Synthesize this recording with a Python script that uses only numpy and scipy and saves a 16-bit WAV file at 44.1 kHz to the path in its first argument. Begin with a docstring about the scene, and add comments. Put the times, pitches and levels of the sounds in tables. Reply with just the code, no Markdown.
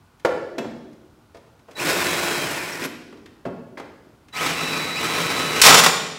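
"""Over quiet room air, a sheet-metal cover is knocked about on a workbench in a bare garage: rattling bursts,
booms and clicks. Then a cordless drill bores into it twice. The speed control whistles at one pitch, the gears
whine along a speed curve that sinks as the bit is loaded, and chips make dense clicks shaped by the sheet.
At the end the bit breaks through and its lips snag the cover, in ringing bursts loud enough to overload
the mono microphone."""
import sys
import numpy as np
from scipy import signal
from scipy.fft import rfft, irfft
from scipy.io import wavfile

SR = 44100
rng = np.random.default_rng(int(sys.argv[2]) if len(sys.argv) > 2 else 0)


def persist_wave(psi):
    """Save psi, clipped to +-1, as 16-bit WAV."""
    counts = np.round(np.clip(psi, -1, 1) * 32767).astype(np.int16)
    wavfile.write(sys.argv[1], SR, np.atleast_2d(counts).T)


N = 272537
TIME = np.arange(N) / SR


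def from_db(db):
    """Turn decibels into a gain."""
    return 10 ** (np.asarray(db) / 20)


def rms_one(x):
    """Scale a sound to unit power."""
    return x / np.sqrt(np.mean(x ** 2) + 1e-20)


def in_time(rows):
    """Read the columns of a curve at every sample."""
    s, *columns = np.transpose(rows)
    return [np.interp(TIME, s, c) for c in columns]


def running(start_s, end_s, edge_s=0.012):
    """One between two moments, with short ramps."""
    return np.clip(np.minimum(TIME - start_s, end_s - TIME) / edge_s + .5, 0, 1)


def at_hz(points, hz):
    """Read a table of values against pitch, on a logarithmic pitch axis."""
    f, value = np.transpose(points)
    return np.interp(np.log(np.maximum(hz, 1)), np.log(f), value)


def drift(rate_hz):
    """Random wandering of unit power, with this many new values a second."""
    knots = rng.standard_normal(4096)
    return rms_one(np.interp(TIME * rate_hz, np.arange(len(knots)), knots))


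def convolve(x, response):
    """Pass a sound through an impulse response."""
    return signal.fftconvolve(x, response)[:N]


def colour(x, points, size=4096):
    """Filter with the given gains, without any sound ahead of the input (minimum phase)."""
    hz = np.arange(size // 2 + 1) * SR / size
    cepstrum = irfft(np.log(from_db(at_hz(points, hz))))
    # folding the cepstrum forward in time makes the filter minimum phase
    cepstrum[1:size // 2] *= 2
    cepstrum[size // 2 + 1:] = 0
    return convolve(x, irfft(np.exp(rfft(cepstrum))))


def three_bands(x, low_hz, high_hz):
    """Split a sound into bass, middle and treble."""
    cuts = [(low_hz, "low"), ([low_hz, high_hz], "band"), (high_hz, "high")]
    return [signal.sosfilt(signal.butter(3, hz, kind, fs=SR, output="sos"), x) for hz, kind in cuts]


def resonate(x, modes):
    """Each resonance of the sheet adds a narrow band of the sound to itself."""
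    out = x.copy()
    for hz, width_hz, db in modes:
        r = np.exp(-np.pi * width_hz / SR)
        feed = np.array([1, 0, -1]) * (1 - r * r) / 2
        feedback = [1, -2 * r * np.cos(2 * np.pi * hz / SR), r * r]
        out += from_db(db) * signal.lfilter(feed, feedback, x + 1e-18)
    return out


def free_ring(x, modes):
    """The sheet sings on after a blow: each mode is a sine that dies away."""
    t = TIME[:SR]
    response = 0
    for hz, db, t60 in modes:
        sine = np.sin(2 * np.pi * hz * t)
        response = response + from_db(db - 60 * t / t60) * sine / np.sqrt(t60 * SR)
    return convolve(x, response)


# how long the echo of the garage takes to fall by 60 dB: pitch_hz [Hz], t60_s [s]
GARAGE_DECAY = [(60, 0.99), (250, 1.44), (1000, 0.7), (4000, 0.98), (8000, 0.74), (15000, 0.45)]


def garage(x, wet_db, treble_db, gap_s=0.0038):
    """Direct sound plus an echo tail of noise bands with their own decays; the power stays about the same."""
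    t = TIME[:int(SR * np.sqrt(2))]
    edges = np.geomspace(30, 17000, 13)
    tail = 0
    for low, high in zip(edges, edges[1:]):
        hz = np.sqrt(low * high)
        t60 = at_hz(GARAGE_DECAY, hz)
        band_filter = signal.butter(2, [low, high], "band", fs=SR, output="sos")
        band = signal.sosfilt(band_filter, rng.standard_normal(len(t)))
        tilt = from_db(at_hz([(1000, 0.0044), (10000, treble_db)], hz))
        gain = tilt * np.sqrt(2 * np.log(1000) / (t60 * SR))
        tail = tail + gain * band * from_db(-60 * t / t60)
    onset = np.clip(t / gap_s - 1, 0, 1)   # silent for one gap, then fades in over another
    wet = from_db(wet_db)
    return (x + wet * convolve(x, tail * onset)) / np.sqrt(1 + wet ** 2)


# colour of the room air: pitch_hz [Hz], relative level_db [dB per Hz]
AIR_COLOUR = [(15, -74), (25, -9), (96, 6), (614, -11.5), (722, -9), (782, -7.5), (895, -7), (1110, -9.5),
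              (1340, -11), (1450, -8), (1570, -15), (1800, -18), (3530, -21.5), (15500, -33)]
AIR_DB = -55.76


def room_air():
    """Steady coloured noise under everything."""
    return from_db(AIR_DB) * rms_one(colour(rng.standard_normal(N), AIR_COLOUR))


TILT_LOW_HZ, TILT_PIVOT_HZ, TILT_HIGH_HZ = 200, 1030, 6050   # a harder contact tilts the colour over this range


def blows(table, spectrum, modes, rise_share, ring_db):
    """Each blow is a dying burst of rattling contact, brighter if harder; long ones start more softly."""
    age = TIME[:SR // 5]
    hz, colour_db = np.transpose(spectrum)
    octaves = np.log2(np.clip(hz, TILT_LOW_HZ, TILT_HIGH_HZ) / TILT_PIVOT_HZ)
    out = np.zeros(N)
    for s, db, hardness, length_s, *_ in table:
        rise = 1 - np.exp(-age / (rise_share * length_s))
        rattle = rng.choice([-1., 1.], len(age)) * from_db(-60 * age / length_s) * rise
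        shape = np.transpose([hz, db + colour_db + hardness * octaves])
        start = int(s * SR)
        out[start:start + len(age)] += colour(rattle, shape)[:len(age)]
    return out + from_db(ring_db) * free_ring(out, modes)


def boom(s, db, centre_hz, octaves, t60, rise_s=0.0044, count=40):
    """A knock sets many close panel modes swinging, strongest around a centre pitch."""
    out, age = np.zeros(N), TIME[:SR // 3]
    offset = np.linspace(-2, 2, count) + rng.uniform(-0.044, 0.02, count)
    hz = centre_hz * 2 ** (octaves * offset)
    modes = np.sin(2 * np.pi * (hz[:, None] * age + rng.random((count, 1))))
    swing = np.exp(-offset ** 2 / 2) @ modes
    start = int(s * SR)
    envelope = from_db(db - 60 * age / t60) * (1 - np.exp(-age / rise_s))
    out[start:start + len(age)] = rms_one(swing) * envelope
    return out


# light clicks of the bit, the trigger and the braking chuck:
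# start_s [s], relative level_db [dB], hardness [dB per octave]
CLICKS = [(0.196, -54, 2), (0.929, -59, 2), (1.368, -54, 1.5), (1.591, -57, -0.5), (1.71, -45.5, 0),
          (2.818, -28, -1), (2.837, -32, 3.5), (2.85, -32.5, -2), (3.258, -43.5, -0.5), (4.283, -50, 0.5),
          (4.332, -46, 1.5)]
# colour of a click of the drill: pitch_hz [Hz], relative level_db [dB per Hz]
CLICK_COLOUR = [(30, -8), (125, 1), (290, 31), (850, 6.5), (1800, 19), (5200, 9.5), (15500, -8.5)]
# free ring of the loose cover: pitch_hz [Hz], relative level_db [dB], t60_s [s]
LOOSE_RING = [(2620, -5, 0.14), (3330, -30, .35), (4750, -27, 0.23), (5680, -27, 0.61), (7500, -22, 0.47)]
CLICK_S = 0.047   # time to fall by 60 dB


def clicks():
    """Short light contacts, all of one length, make the loose cover ring."""
    rows = [(*row, CLICK_S) for row in CLICKS]
    return blows(rows, CLICK_COLOUR, LOOSE_RING, rise_share=0.045, ring_db=-2)


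# the bit taps the cover and leaves it ringing: start_s [s], relative level_db [dB]
TAP = (0.586, -16.5)


def tap():
    """One hard, point-like touch excites the high modes of the loose cover."""
    s, db = TAP
    touch = from_db(db) * signal.unit_impulse(N, int(s * SR))
    return free_ring(touch, LOOSE_RING) * np.sqrt(SR / 100)


# the cover knocks on the bench and on the drill: start_s [s], relative level_db [dB],
# hardness [dB per octave], length_s [s], boom_hz [Hz], relative boom_db [dB]
KNOCKS = [(0.248, -12.5, -1.5, 0.046, 912, -22), (0.255, -25, 0, 0.069, 399, -14),
          (0.581, -25.5, 2.3, 0.053, 290, -17.5), (0.643, -35, -3.5, 0.057, 161, -32.5),
          (1.344, -45, 1.5, 0.08, 446, -34), (1.683, -43, -2.5, 0.073, 590, -43),
          (3.125, -40.5, -0.5, 0.038, 321.4, -36), (3.17, -52, 2, 0.065, 286.6, -37),
          (3.452, -29, -3, 0.048, 1270, -31), (3.458, -32.5, -3, 0.086, 214.2, -24.5),
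          (3.772, -36, 0.7, 0.11, 1840, -26), (3.796, -33.5, -0.1, 0.054, 376.5, -33)]
# colour of a knock: pitch_hz [Hz], relative level_db [dB per Hz]
KNOCK_COLOUR = [(30, -5), (125, 8.5), (250, 21.5), (520, 24.5), (900, 22), (1800, 12.5), (5200, 1.5),
                (15500, -18.5)]
BOOM_OCTAVES, BOOM_NARROWING = 0.62, 0.41   # spread of modes at 250 Hz; higher booms are narrower by this power
BOOM_CYCLES, BOOM_RISE_CYCLES = 48, 2   # cycles to fall by 60 dB, and time constant of the swell


def knocks():
    """Every knock rattles and booms; low booms are broad, swell later and last longer."""
    out = blows(KNOCKS, KNOCK_COLOUR, LOOSE_RING, rise_share=0.055, ring_db=-11)
    for s, *_, hz, db in KNOCKS:
        octaves = BOOM_OCTAVES * (250 / hz) ** BOOM_NARROWING
        out = out + boom(s, db, hz, octaves, BOOM_CYCLES / hz, BOOM_RISE_CYCLES / hz)
    return out


# the drill lunges through and the bench heaves:
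# start_s [s], relative level_db [dB], centre_hz [Hz], spread [octaves], t60_s [s]
LUNGE = [(5.621, -26, 42, 0.28, 0.099), (5.691, -19, 169.7, 0.215, 0.38)]


def lunge():
    """Low booms of the bench as the drill lunges through."""
    return sum(boom(*row) for row in LUNGE)


# the trigger is held part way in: start_s [s], end_s [s], relative level_db [dB]
TRIGGER = [(1.755, 1.792, -32.5), (2.04, 2.442, -32), (4.327, 4.366, -36), (4.57, 5.639, -26.5)]
# overtones of the whistle: multiple [of SWITCH_HZ], relative level_db [dB]
WHISTLE_OVERTONES = [(1, 8), (2, -35), (3, -37)]
SWITCH_HZ = 3930
TRIGGER_FADE_SHARE = 0.1   # of each squeeze


def speed_control(start_s, end_s, level_db, whistle_db=-8.0, flutter_db=0.5):
    """Chopped current makes the windings whistle at one fixed pitch."""
    tone = sum(from_db(db) * np.sin(2 * np.pi * round(k) * SWITCH_HZ * TIME) for k, db in WHISTLE_OVERTONES)
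    squeeze = running(start_s, end_s, TRIGGER_FADE_SHARE * (end_s - start_s))
    return rms_one(tone) * from_db(level_db + whistle_db + flutter_db * drift(25)) * squeeze


# motor speed as the pitch of the gear mesh, one curve a hole: time_s [s], pitch_hz [Hz]
GEARS = [
    [(1.765, 1650), (1.815, 2997), (1.87, 3840), (1.98, 3640), (2.1, 3280), (2.3, 3270), (2.45, 3130),
     (2.6, 2446), (2.86, 1516)],
    [(4.335, 1480), (4.38, 2768), (4.43, 3570), (4.55, 2680), (4.7, 2630), (4.93, 1967), (5.0, 2820),
     (5.1, 3225), (5.61, 2890)],
]
FULL_SPEED_HZ = 3200
HOUSING_HZ, HOUSING_WIDTH_HZ, HOUSING_DB = 2510, 310, 4.5   # resonance of the gear case
SPIN_UP_DB, SPIN_UP_HZ_PER_S = 8, 12000   # extra lift at that resonance, full at this acceleration
LABOUR_DB_PER_OCTAVE = 0.5   # louder as the motor is dragged below full speed


def gears(speed, hole, gear_db, wobble=.003, backlash=.45, backlash_rate=350,
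          second_db=-13, third_db=-17, load_share=0.49):
    """The mesh tone follows the motor, which labours unevenly; play between the teeth roughens it."""
    hz, = in_time(speed)
    rasp_db, = in_time(hole)
    spin_up = np.clip(np.gradient(hz) * SR / SPIN_UP_HZ_PER_S, 0, 1)
    housing = np.exp(-((hz - HOUSING_HZ) / HOUSING_WIDTH_HZ) ** 2)
    housing_db = housing * (HOUSING_DB + SPIN_UP_DB * spin_up)
    labour_db = LABOUR_DB_PER_OCTAVE * np.log2(FULL_SPEED_HZ / hz)
    level_db = gear_db + load_share * rasp_db + housing_db + labour_db
    turning = 2 * np.pi * np.cumsum(hz * (1 + wobble * drift(60))) / SR
    phase = turning + backlash * drift(backlash_rate)
    tone = np.sin(phase) + from_db(second_db) * np.sin(2 * phase) + from_db(third_db) * np.sin(3 * phase)
    uneven = rms_one(tone * from_db(2.9 * drift(90)))
    return uneven * from_db(level_db) * running(speed[0][0], speed[-1][0])


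# brief high tones of the drill: squeaks of the bit, and at 2.854 s the motor's electronic brake whistling:
# middle_s [s], pitch_hz [Hz], relative level_db [dB],
# length_s [s from the middle until the swell has fallen to 1/e]
HIGH_TONES = [(2.73, 5480, -32, 0.01), (2.854, 11670, -36, .012), (5.595, 5400, -40, 0.011),
              (5.602, 2680, -27, .012)]


def high_tones(waver=0.019):
    """Each squeak or brake whistle is a short swell at one wavering high pitch."""
    out = 0
    for s, hz, db, length_s in HIGH_TONES:
        phase = 2 * np.pi * np.cumsum(hz * (1 + waver * drift(300))) / SR
        swell = np.exp(-((TIME - s) / length_s) ** 2)
        out = out + from_db(db) * swell * np.sin(phase)
    return out


# the lips of the bit snag the sheet:
# start_s [s], relative level_db [dB], hardness [dB per octave], length_s [s]
CATCHES = [(5.615, -16, 5, 0.068), (5.634, -11, 0.5, 0.16), (5.65, -10.5, 1.2, 0.081),
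           (5.661, -6.5, 1, 0.11), (5.677, -9, -2, 0.13), (5.689, -9.5, -0.7, 0.13),
           (5.704, -8.5, -1.5, 0.081), (5.724, -9, -1.5, 0.075), (5.741, -6.5, -0.5, 0.083),
           (5.767, -16, 0.5, 0.14), (5.779, -12, 0, 0.11), (5.794, -13, 0, 0.055),
           (5.834, -14.5, 0.5, 0.11), (5.861, -10.5, -0.9, 0.062)]
# colour of a snag: pitch_hz [Hz], relative level_db [dB per Hz]
SNAG_COLOUR = [(30, -21), (170, 4), (400, 8), (750, 14.5), (1150, 17), (1600, 13.5), (2700, 14), (5200, 11),
               (15500, -3)]
# free ring of the cover caught on the bit: pitch_hz [Hz], relative level_db [dB], t60_s [s]
CAUGHT_RING = [(1090, -22, 0.35), (1290, -36, 0.75), (1700, -24, 0.55), (3043, -14.5, 0.58),
               (3760, -32, 0.64), (4150, -29, 0.64), (5900, -34, .8), (7049, -6, 0.62), (7700, -24, 0.74),
               (8660, -29, 0.81)]
# resonances of the cover pressed on the bench: pitch_hz [Hz], width_hz [Hz], added_db [dB]
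PRESSED = [(167.5, 17, 6.5), (255, 24, 6), (439, 78, 1.5), (705, 7.4, -6), (1062, 36, -2.5), (1282, 33, 3),
           (1500, 24, -5), (2006, 14, 1), (2510, 140, -17.5), (3546, 106, -7.5), (3650, 57, -12),
           (5500, 310, -8), (7840, 480, -5.5)]


def snags():
    """Hard bursts at the break-through ring the caught cover and its pressed resonances."""
    bursts = blows(CATCHES, SNAG_COLOUR, CAUGHT_RING, rise_share=0.027, ring_db=-0.5)
    return resonate(bursts, PRESSED)


# force of the cut, one curve a hole: time_s [s], relative rasp_db [dB]
HOLES = [
    [(1.68, -59), (1.745, -56), (1.77, -36.5), (1.804, -26.5), (1.885, -19), (1.95, -22.5), (2.36, -23.5),
     (2.79, -32.5), (2.865, -27)],
    [(4.328, -44), (4.365, -29.5), (4.46, -21.5), (4.545, -28), (4.785, -26.5), (4.83, -29.5), (4.945, -32),
     (5.04, -24.5), (5.53, -25.5), (5.61, -19)],
]
# colour of the cut, one a hole: pitch_hz [Hz], relative level_db [dB per Hz]
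CUT_COLOURS = [
    [(35, -58), (60, -21), (163, -7.5), (206, -13), (351, -3.5), (394, -6.5), (613, -6.5), (756, -9),
     (1020, -3.5), (1170, -6), (1450, -4.5), (2470, -4), (3120, -14.5), (7720, -22.5), (15500, -29)],
    [(35, -48), (60, -10), (163, -1), (206, -3.5), (253, -3.5), (298, 2), (433, -2), (889, -4.5),
     (1260, -3), (1590, -5), (2410, -1), (3270, -13.5), (3840, -12), (4120, -13.5), (15500, -29.5)],
]
# resonances of the cover held in the hand: pitch_hz [Hz], width_hz [Hz], added_db [dB]
HELD = [(171, 8, 0), (289, 17, -5), (349, 11, -5.5), (533, 16, -21), (672, 14, -7.5), (996, 11, -11),
        (1450, 14, 6.5), (1775, 44, -7), (2400, 170, -22), (5200, 240, -6), (7800, 620, -5.5)]
HISS_DB_PER_OCTAVE = 1.5   # chips hiss more at speed
BITE_S = 0.071   # time constant of the rumble settling as the bit bites


def cutting(hole, speed, spectrum, modes, cut_db, rumble_db, unbitten_db, hiss_db,
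            chips_per_s=2500, judder_db=1.02, judder_rate=90):
    """Chips tear off as dense, irregular clicks over a steady rub, and the bit judders."""
    rasp_db, = in_time(hole)
    mesh_hz, = in_time(speed)
    start_s, end_s = hole[0][0], hole[-1][0]
    low_db = rumble_db + unbitten_db * np.exp(-np.maximum(TIME - start_s, 0) / BITE_S)
    high_db = hiss_db + HISS_DB_PER_OCTAVE * np.log2(mesh_hz / FULL_SPEED_HZ)
    chips = rms_one(rng.choice([-1, 1], N) * (rng.random(N) < chips_per_s / SR))
    rub = 0.66 * rng.standard_normal(N)
    force = (chips + rub) * from_db(judder_db * drift(judder_rate))
    sheet = colour(resonate(force, modes), spectrum)
    low, middle, high = map(rms_one, three_bands(sheet, 716, 3640))
    sound = middle + low * from_db(low_db) + high * from_db(high_db)
    return sound * from_db(rasp_db + cut_db) * running(start_s, end_s)


def scene():
    """Handling, two holes and the break-through in the garage; whistle, tap and air are added without echo."""
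    first = cutting(HOLES[0], GEARS[0], CUT_COLOURS[0], HELD,
                    cut_db=-1.38, rumble_db=-4.5, unbitten_db=3, hiss_db=-4.0)
    first += gears(GEARS[0], HOLES[0], gear_db=-27.5, wobble=0.0021, backlash=0.21)
    second = cutting(HOLES[1], GEARS[1], CUT_COLOURS[1], PRESSED,
                     cut_db=0.43, rumble_db=-5.5, unbitten_db=-10, hiss_db=-5.0)
    second += gears(GEARS[1], HOLES[1], gear_db=-25, wobble=0.0108, backlash=1.0, second_db=-9)
    whistle = sum(speed_control(*row) for row in TRIGGER)
    handling = garage(knocks() + clicks() + lunge(), wet_db=0.1, treble_db=-6.5) + tap()
    drilling = garage(first + second + high_tones(), wet_db=-6.0, treble_db=-4.5)
    break_through = garage(snags(), wet_db=-4.0, treble_db=-3.0)
    mono = room_air() + handling + whistle + drilling + break_through
    return np.stack([mono, mono])


CUTOFF_HZ = 15750


def record(dry, hardness=6):
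    """The loudest peaks flatten at full scale and the top is cut."""
    clipped = dry / (1 + np.abs(dry) ** hardness) ** (1 / hardness)
    low_pass = signal.ellip(10, .1, 70, CUTOFF_HZ, fs=SR, output="sos")
    return signal.sosfilt(low_pass, clipped)


dry = scene()
out = record(dry)
persist_wave(out)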